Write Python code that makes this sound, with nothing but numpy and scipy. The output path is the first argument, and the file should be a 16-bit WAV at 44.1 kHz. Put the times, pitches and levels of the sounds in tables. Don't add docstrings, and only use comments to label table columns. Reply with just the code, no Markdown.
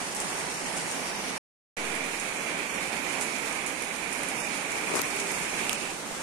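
import sys
import numpy as np
from scipy import signal
from scipy.fft import rfft, irfft
from scipy.io import wavfile
from scipy.ndimage import uniform_filter1d

SR = 44100
rng = np.random.default_rng(int(sys.argv[2]) if len(sys.argv) > 2 else 0)


def persist_wave(psi):
    counts = np.round(np.clip(psi, -1, 1) * 32767).astype(np.int16)
    wavfile.write(sys.argv[1], SR, np.atleast_2d(counts).T)


def nominal_scale(level):
    x = np.asarray(level, float) / 20
    return 10 ** x


N = 274302
TIME = np.arange(N) / SR


def at_hz(points, hz):
    table = np.array(points)
    return np.interp(np.log(hz + 1), np.log(table[:, 0]), table[:, 1])


def in_time(rows):
    s, *columns = np.transpose(rows)
    return [np.interp(TIME, s, column) for column in columns]


def band(x, low_hz, high_hz):
    sos = signal.butter(2, [low_hz, min(high_hz, .45 * SR)], "band", fs=SR, output="sos")
    return signal.sosfilt(sos, x)


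def drift(rate):
    decimation, warm_up = 40, 2000
    pole = np.exp(-2 * decimation * np.pi * rate / SR)
    noise = rng.standard_normal(N // decimation + warm_up + 2)
    slow = signal.lfilter([1], [1, -2 * pole, pole * pole], noise)[warm_up:]
    return np.interp(np.arange(N) / decimation, np.arange(len(slow)), slow / slow.std())


def patter(per_s, spread_db):
    sizes_db = spread_db * np.minimum(rng.exponential(1, (2, N)), 5)
    sizes = nominal_scale(sizes_db) * rng.choice([-1, 1], (2, N))
    clicks = sizes * (rng.random((2, N)) < per_s / SR)
    return clicks / clicks.std()


def rain():
    # t/s, level/dB
    swell = [(0, 1.5), (.12, -.5), (.3, 1), (.6, 0), (.96, 1), (1.33, -0.5), (1.82, 0.3), (2.5, 0),
             (3.2, 0), (3.6, -0.33), (4.07, -1), (4.3, 0.7), (4.75, -0.7), (5.15, 0.7), (5.4, 0.6),
             (5.7, 1), (5.9, 0), (6.22, 1.5)]
    # t/s, level/dB
    left_shade = [(2.9, 0), (4.07, -1), (4.3, -0.5), (4.85, -1), (4.95, -3), (5.07, -1.5), (5.7, -1.5),
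                  (5.95, -3.5), (6.22, -4)]
    # f/Hz, correlation/1
    likeness = [(60, 0.57), (150, 0.86), (380, 0.83), (950, 0.26), (2380, -0.22), (5980, 0.37),
                (15000, -0.01)]
    split_hz, gust_db, gusts_per_s = 3420, .6, 3.0
    spray_follows = 1.3
    (swell_db,), (shade_db,) = in_time(swell), in_time(left_shade)

    def port_levels(share):
        gusts = np.array([drift(gusts_per_s), drift(gusts_per_s)])
        return share * swell_db + shade_db * [[1], [0]] + gust_db * gusts

    roar_db, spray_db = port_levels(1), port_levels(spray_follows)
    mid, side = rfft(rng.standard_normal((2, N)))
    alike = np.clip(at_hz(likeness, np.fft.rfftfreq(N, 1 / SR)), -1, 1)
    common, opposed = np.sqrt(1 + alike) * mid, np.sqrt(1 - alike) * side
    wash = irfft((common + opposed * [[1], [-1]]) / np.sqrt(2), N)
    grain = .35
    drops = np.sqrt(1 - grain) * rng.standard_normal((2, N))
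    drops += np.sqrt(grain) * patter(per_s=3000, spread_db=-0.5)
    flutter_db = 0.77 * drift(27) + .5 * np.array([drift(25), drift(25)])
    low = signal.butter(4, split_hz, "low", fs=SR, output="sos")
    high = signal.butter(4, split_hz, "high", fs=SR, output="sos")
    roar = nominal_scale(roar_db + 0.56 * drift(7.0)) * signal.sosfilt(low, wash)
    spray = nominal_scale(spray_db + flutter_db) * signal.sosfilt(high, drops)
    return roar + spray


def causal(spectrum, hollows):
    size = 4096
    hz = np.fft.rfftfreq(size, 1 / SR)
    peaks_db = sum(db / (1 + (2 * (hz - centre) / width) ** 2) for centre, width, db in hollows)
    cepstrum = irfft(np.log(nominal_scale(at_hz(spectrum, hz) + peaks_db) * np.sqrt(SR / 2)))
    cepstrum[1:size // 2] *= 2
    return irfft(np.exp(rfft(cepstrum[:size // 2], size)))


def through_port(x, colours, cups, grip_rows):
    # f/Hz, width/Hz, level/dB
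    shared_modes = [
        (272, 31, 1.5),
        (867, 210, 3),
        (13650, 2400, 3),
    ]
    grip, = in_time(grip_rows)
    out = np.zeros(N)
    for k, (colour, cup) in enumerate(zip(colours, cups)):
        share = np.clip(1 - abs(grip - k), 0, 1)
        out += share * signal.fftconvolve(x, causal(colour, shared_modes + cup))[:N]
    return out


def left_port(x):
    # f/Hz, level/dB per Hz
    colours = [
        [(40, -89.5), (110, -81.5), (170, -74.5), (300, -72), (800, -72), (1500, -75), (3000, -77),
         (4000, -79.5), (4700, -77.5), (6000, -74), (8000, -74.5), (9200, -74.5), (10500, -84), (15500, -108.3)],
        [(40, -82), (110, -83), (170, -71), (300, -72.5), (800, -73.5), (1500, -75), (3000, -75), (4000, -78),
         (4700, -76.5), (6000, -72), (7300, -79), (9200, -78.5), (10500, -89), (15500, -106.9)],
        [(40, -86), (110, -80.5), (170, -72), (300, -71.5), (800, -72), (1500, -75.5), (3000, -76.5),
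         (4000, -78), (4700, -84), (6000, -82), (8000, -77.5), (9200, -90), (10500, -94.5), (15500, -111.9)],
        [(40, -86.5), (110, -77), (170, -72.5), (300, -70.5), (800, -72.5), (1500, -74), (3000, -76.5),
         (4000, -76.5), (4700, -79.5), (6000, -75), (8000, -72.5), (9200, -74.8), (10500, -82), (15500, -105.4)],
    ]
    # t/s, grip number
    grips = [(1.0, 0), (1.12, 1), (1.5, 1), (1.6, 2), (4.55, 2), (4.75, 3)]
    return through_port(x, colours, [[]] * len(colours), grips)


def right_port(x):
    # f/Hz, level/dB per Hz
    colours = [
        [(40, -75.5), (110, -79), (170, -63.5), (300, -65), (900, -66.5), (1400, -68.5), (2300, -65.5),
         (3800, -78.5), (5500, -75.5), (6900, -80.5), (7600, -81.5), (9300, -74.5), (11500, -86),
         (15500, -110.6)],
        [(40, -75.5), (110, -80), (170, -65.5), (300, -64), (600, -66.5), (1300, -68), (2300, -66), (3800, -78),
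         (5500, -76.5), (6900, -74), (7900, -78), (9300, -72), (11500, -84.5), (15500, -106.3)],
        [(40, -71.5), (110, -77.5), (170, -63.5), (300, -64.5), (600, -67.5), (1300, -68.5), (2300, -69.5),
         (3800, -78), (5500, -77), (6900, -77), (7900, -76), (9300, -73), (11500, -90), (15500, -107.7)],
        [(40, -73), (110, -84), (170, -66.5), (300, -66), (900, -70.5), (1400, -71), (2300, -71), (3800, -81.5),
         (5500, -80.5), (6900, -81), (7600, -87.5), (9300, -77.5), (11500, -89), (15500, -105.0)],
    ]
    # f/Hz, width/Hz, level/dB
    cups = [
        [],
        [(2370, 540, 7.5)],
        [(2625, 750, 9.5)],
        [],
    ]
    # t/s, grip number
    grips = [(1.5, 0), (1.6, 1), (5.55, 1), (5.78, 2), (5.85, 2), (6.0, 3)]
    return through_port(x, colours, cups, grips)


def splats():
    # t/s, left level/dB over the rain, right level/dB over the rain
    drips = [(.149, 3, 14), (.165, 8.5, 3), (.203, 11, 14), (.377, 2.5, 5.5), (.389, 6, 5.5),
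             (.664, 6.5, 2), (.767, 2, 11), (.774, 11, 4.5), (.915, 8, 8), (1.953, -1, 6), (2.2, 1, 9),
             (2.66, 3, -2), (3.099, 5.5, 7), (3.204, 7, 7), (3.212, 11.5, 15), (3.224, 10, 1.5),
             (3.459, 3, 5.5), (3.528, 7, 6), (3.664, 2, 12), (3.677, 10, 3), (3.823, 6, 9),
             (4.129, 5, 11.5), (4.234, -1, 8.5), (4.288, 3, 9.5), (4.4, 5.5, 8.5), (4.72, -5, 7),
             (4.959, 10.5, 13.5), (5.201, 7.5, 8), (5.317, 5, 10)]
    left_hz, right_hz = 7400, 9180
    out, t = np.zeros((2, N)), np.arange(int(.15 * SR)) / SR
    for s, left_db, right_db in drips:
        spray_s = .008 + .0016 * max(left_db, right_db, 0)
        crack = np.exp(-t / 0.0013)
        droplets = nominal_scale(-8.5) * np.exp(-t / spray_s) * (1 - np.exp(-t / .002))
        hz = left_hz if left_db > right_db - 2 else right_hz
        burst = band(rng.standard_normal((2, len(t))) * (crack + droplets), hz * 0.73, hz * 1.35)
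        i = int((s - .001) * SR)
        out[:, i:i + len(t)] += nominal_scale([[left_db + 3.0], [right_db + 4.0]]) * burst
    return out


def rub():
    # t/s, pressure level/dB
    pressure = [(4.6, -75), (4.72, -40), (4.85, -40), (4.93, -32.5), (4.98, -29), (5.0, -31.5),
                (5.025, -46), (5.05, -32), (5.1, -58)]
    rumble_db, = in_time(pressure)
    hiss_db = -39 + 2.5 * (rumble_db + 31.5)
    rumble = band(rng.standard_normal(N), 150, 1480)
    hiss = band(rng.standard_normal(N), 4500, 10000)
    lumps_db = 2.8 * drift(90)
    sound = nominal_scale(rumble_db + lumps_db) * rumble / rumble.std()
    sound += nominal_scale(hiss_db + lumps_db) * hiss / hiss.std()
    return sound * nominal_scale([[0], [-18.0]])


def coo():
    # t/s, length/s, peak level/dB
    calls = [
        (4.641, .36, -42),
        (5.05, 0.35, -43),
    ]
    start_hz, sag_hz_per_s = 459, 105
    hz = start_hz - sag_hz_per_s * np.clip(TIME - calls[0][0], 0, 1)
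    tone = np.sin(2 * np.pi * np.cumsum(hz * (1 + .015 * drift(26))) / SR)
    swell = sum(nominal_scale(db) * np.sin(np.pi * np.clip((TIME - s) / length, 0, 1)) for s, length, db in calls)
    return np.sqrt(2) * swell * nominal_scale(2.0 * drift(14)) * tone * nominal_scale([[-9.0], [0]])


def case_ring(t, hz):
    t = np.maximum(t, 0)
    return np.sin(2 * np.pi * hz * t) * np.exp(-t * hz / 1.2) * (1 - np.exp(-t / .0002))


def ticks(rows, thud_hz, knock_db):
    hard_db, knock_hz, knock_lag_s = -17.5, 410, .0017
    out, t = np.zeros(N), np.arange(int(.02 * SR)) / SR
    for s, db, hz, thud_db in rows:
        slips = (t == 0) + .4 * rng.standard_normal(len(t)) * np.exp(-t / .0004)
        snap = band(slips, hz * .5, hz * 1.55)
        thud = case_ring(t, thud_hz)
        if thud_db > hard_db:
            thud += nominal_scale(knock_db) * case_ring(t - knock_lag_s, knock_hz)
        i = int((s - .0002) * SR)
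        out[i:i + len(t)] += nominal_scale(db) * snap / abs(snap).max() + nominal_scale(thud_db) * thud
    return out


def left_ticks():
    # t/s, peak level/dB, f/Hz, thud level/dB
    releases = [(4.895, -21, 3000, -18), (4.905, -28, 2500, -24), (4.909, -24, 3000, -22),
                (4.939, -22.5, 8000, -14.5), (4.948, -21, 7000, -22), (4.9543, -11, 8000, -15.5),
                (4.968, -24, 8040, -19), (4.978, -22, 8000, -18), (4.9927, -13, 6000, -16),
                (5.008, -20, 9000, -26), (5.015, -13, 11500, -30), (5.0167, -11, 10020, -40),
                (5.0177, -3, 10000, -30), (5.069, -24, 9000, -22), (5.163, -15, 10500, -30),
                (5.695, -22, 9000, -40), (5.7305, -18, 9020, -40), (5.7313, -7.5, 8500, -18)]
    return ticks(releases, thud_hz=1200, knock_db=1.5) * nominal_scale([[0], [-30]])


def right_ticks():
    # t/s, peak level/dB, f/Hz, thud level/dB
    releases = [
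        (5.163, -20, 10500, -36),
        (5.695, -6, 7000, -5),
        (5.7297, -15, 5000, -22),
    ]
    return ticks(releases, thud_hz=2700, knock_db=-20) * nominal_scale([[-30], [0]])


def thinned(x):
    # f/Hz, level/dB
    margin = [(300, -22), (1200, -9.5), (2400, -6), (3500, -1.5), (4500, 0), (9000, -2), (11500, 2),
              (15000, 7.5)]
    # f/Hz, share of patches/1
    gaps = [(2600, 0), (3800, .17), (5500, .12), (7300, .12), (9000, .05), (11000, .3), (14000, .4)]
    hop, lead = 1024, 695
    n, count = np.arange(2 * hop), N // hop + 3
    window = np.sin(np.pi * (n + .5) / hop / 2)
    basis = window * np.cos(np.pi / hop * (n + .5 + hop / 2) * (n[:hop, None] + .5))
    blocks = np.pad(x, ((0, 0), (lead, count * hop - lead - N))).reshape(2, count, hop)
    lines = np.concatenate([blocks[:, :-1], blocks[:, 1:]], axis=2) @ basis.T
    hz = (n[:hop] + .5) * SR / hop / 2
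    spread = uniform_filter1d(uniform_filter1d(lines ** 2, size=100), size=100)
    spread = uniform_filter1d(spread, size=3, axis=1)
    step = np.sqrt(abs(spread) + 1e-12) * nominal_scale(at_hz(margin, hz))
    uneven_db = 2.0 * rng.standard_normal((2, count - 1, 64))
    step = np.repeat(step[..., 8::16] * nominal_scale(uneven_db), 16, axis=2)
    rounded = np.sign(lines) * step * np.floor(abs(lines / step) ** .75 + .4054) ** (4 / 3)
    mottle = uniform_filter1d(rng.standard_normal(lines.shape[1:]), size=11)
    mottle = uniform_filter1d(mottle, size=4, axis=0)
    empty = at_hz(gaps, hz)
    rounded *= np.tanh(.85 * mottle / mottle.std()) / 2 + .5 > empty
    rounded /= np.sqrt(1 - empty)
    rounded *= hz < np.interp(rng.random((2, count - 1, 1)) ** 2.5, [0, 1], (14200, 15800))
    edges = uniform_filter1d(np.diff(blocks.reshape(2, -1), append=0) ** 2, size=24)
    sharp = (edges > 7 * uniform_filter1d(edges, size=2048)).reshape(blocks.shape).any(2)
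    sudden = (sharp[:, :-1] | sharp[:, 1:])[..., None]
    frames = np.where(sudden, lines * (hz < 15810), rounded) @ basis * 2 / hop
    out = np.pad(frames[..., :hop], ((0, 0), (0, 1), (0, 0)))
    out += np.pad(frames[..., hop:], ((0, 0), (1, 0), (0, 0)))
    return out.reshape(2, -1)[:, lead:lead + N]


def scene():
    air = rain() + splats()
    ports = np.array([left_port(air[0]), right_port(air[1])])
    touches = band(rub() + left_ticks() + right_ticks(), 140, 11500)
    return ports + touches + coo()


def low_pass(x):
    return signal.sosfilt(signal.butter(12, 15810, fs=SR, output="sos"), x)


def record(dry):
    # level/dB, rise/s, fall/s
    settle = [
        (-35.5, .03, 0.19),
        (-41, 0.068, 0.19),
    ]
    stop_s, restart_s = 1.381, 1.766
    since = np.maximum(TIME - restart_s, 0)
    offset = [-nominal_scale(db) * (np.exp(-since / fall) - np.exp(-since / rise)) for db, rise, fall in settle]
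    gate = np.clip(np.maximum((stop_s - TIME) / .003, since / 0.0046), 0, 1)
    mix = (thinned(dry) + np.array(offset)) * gate
    return low_pass(mix)


dry = scene()
out = record(dry)
persist_wave(out)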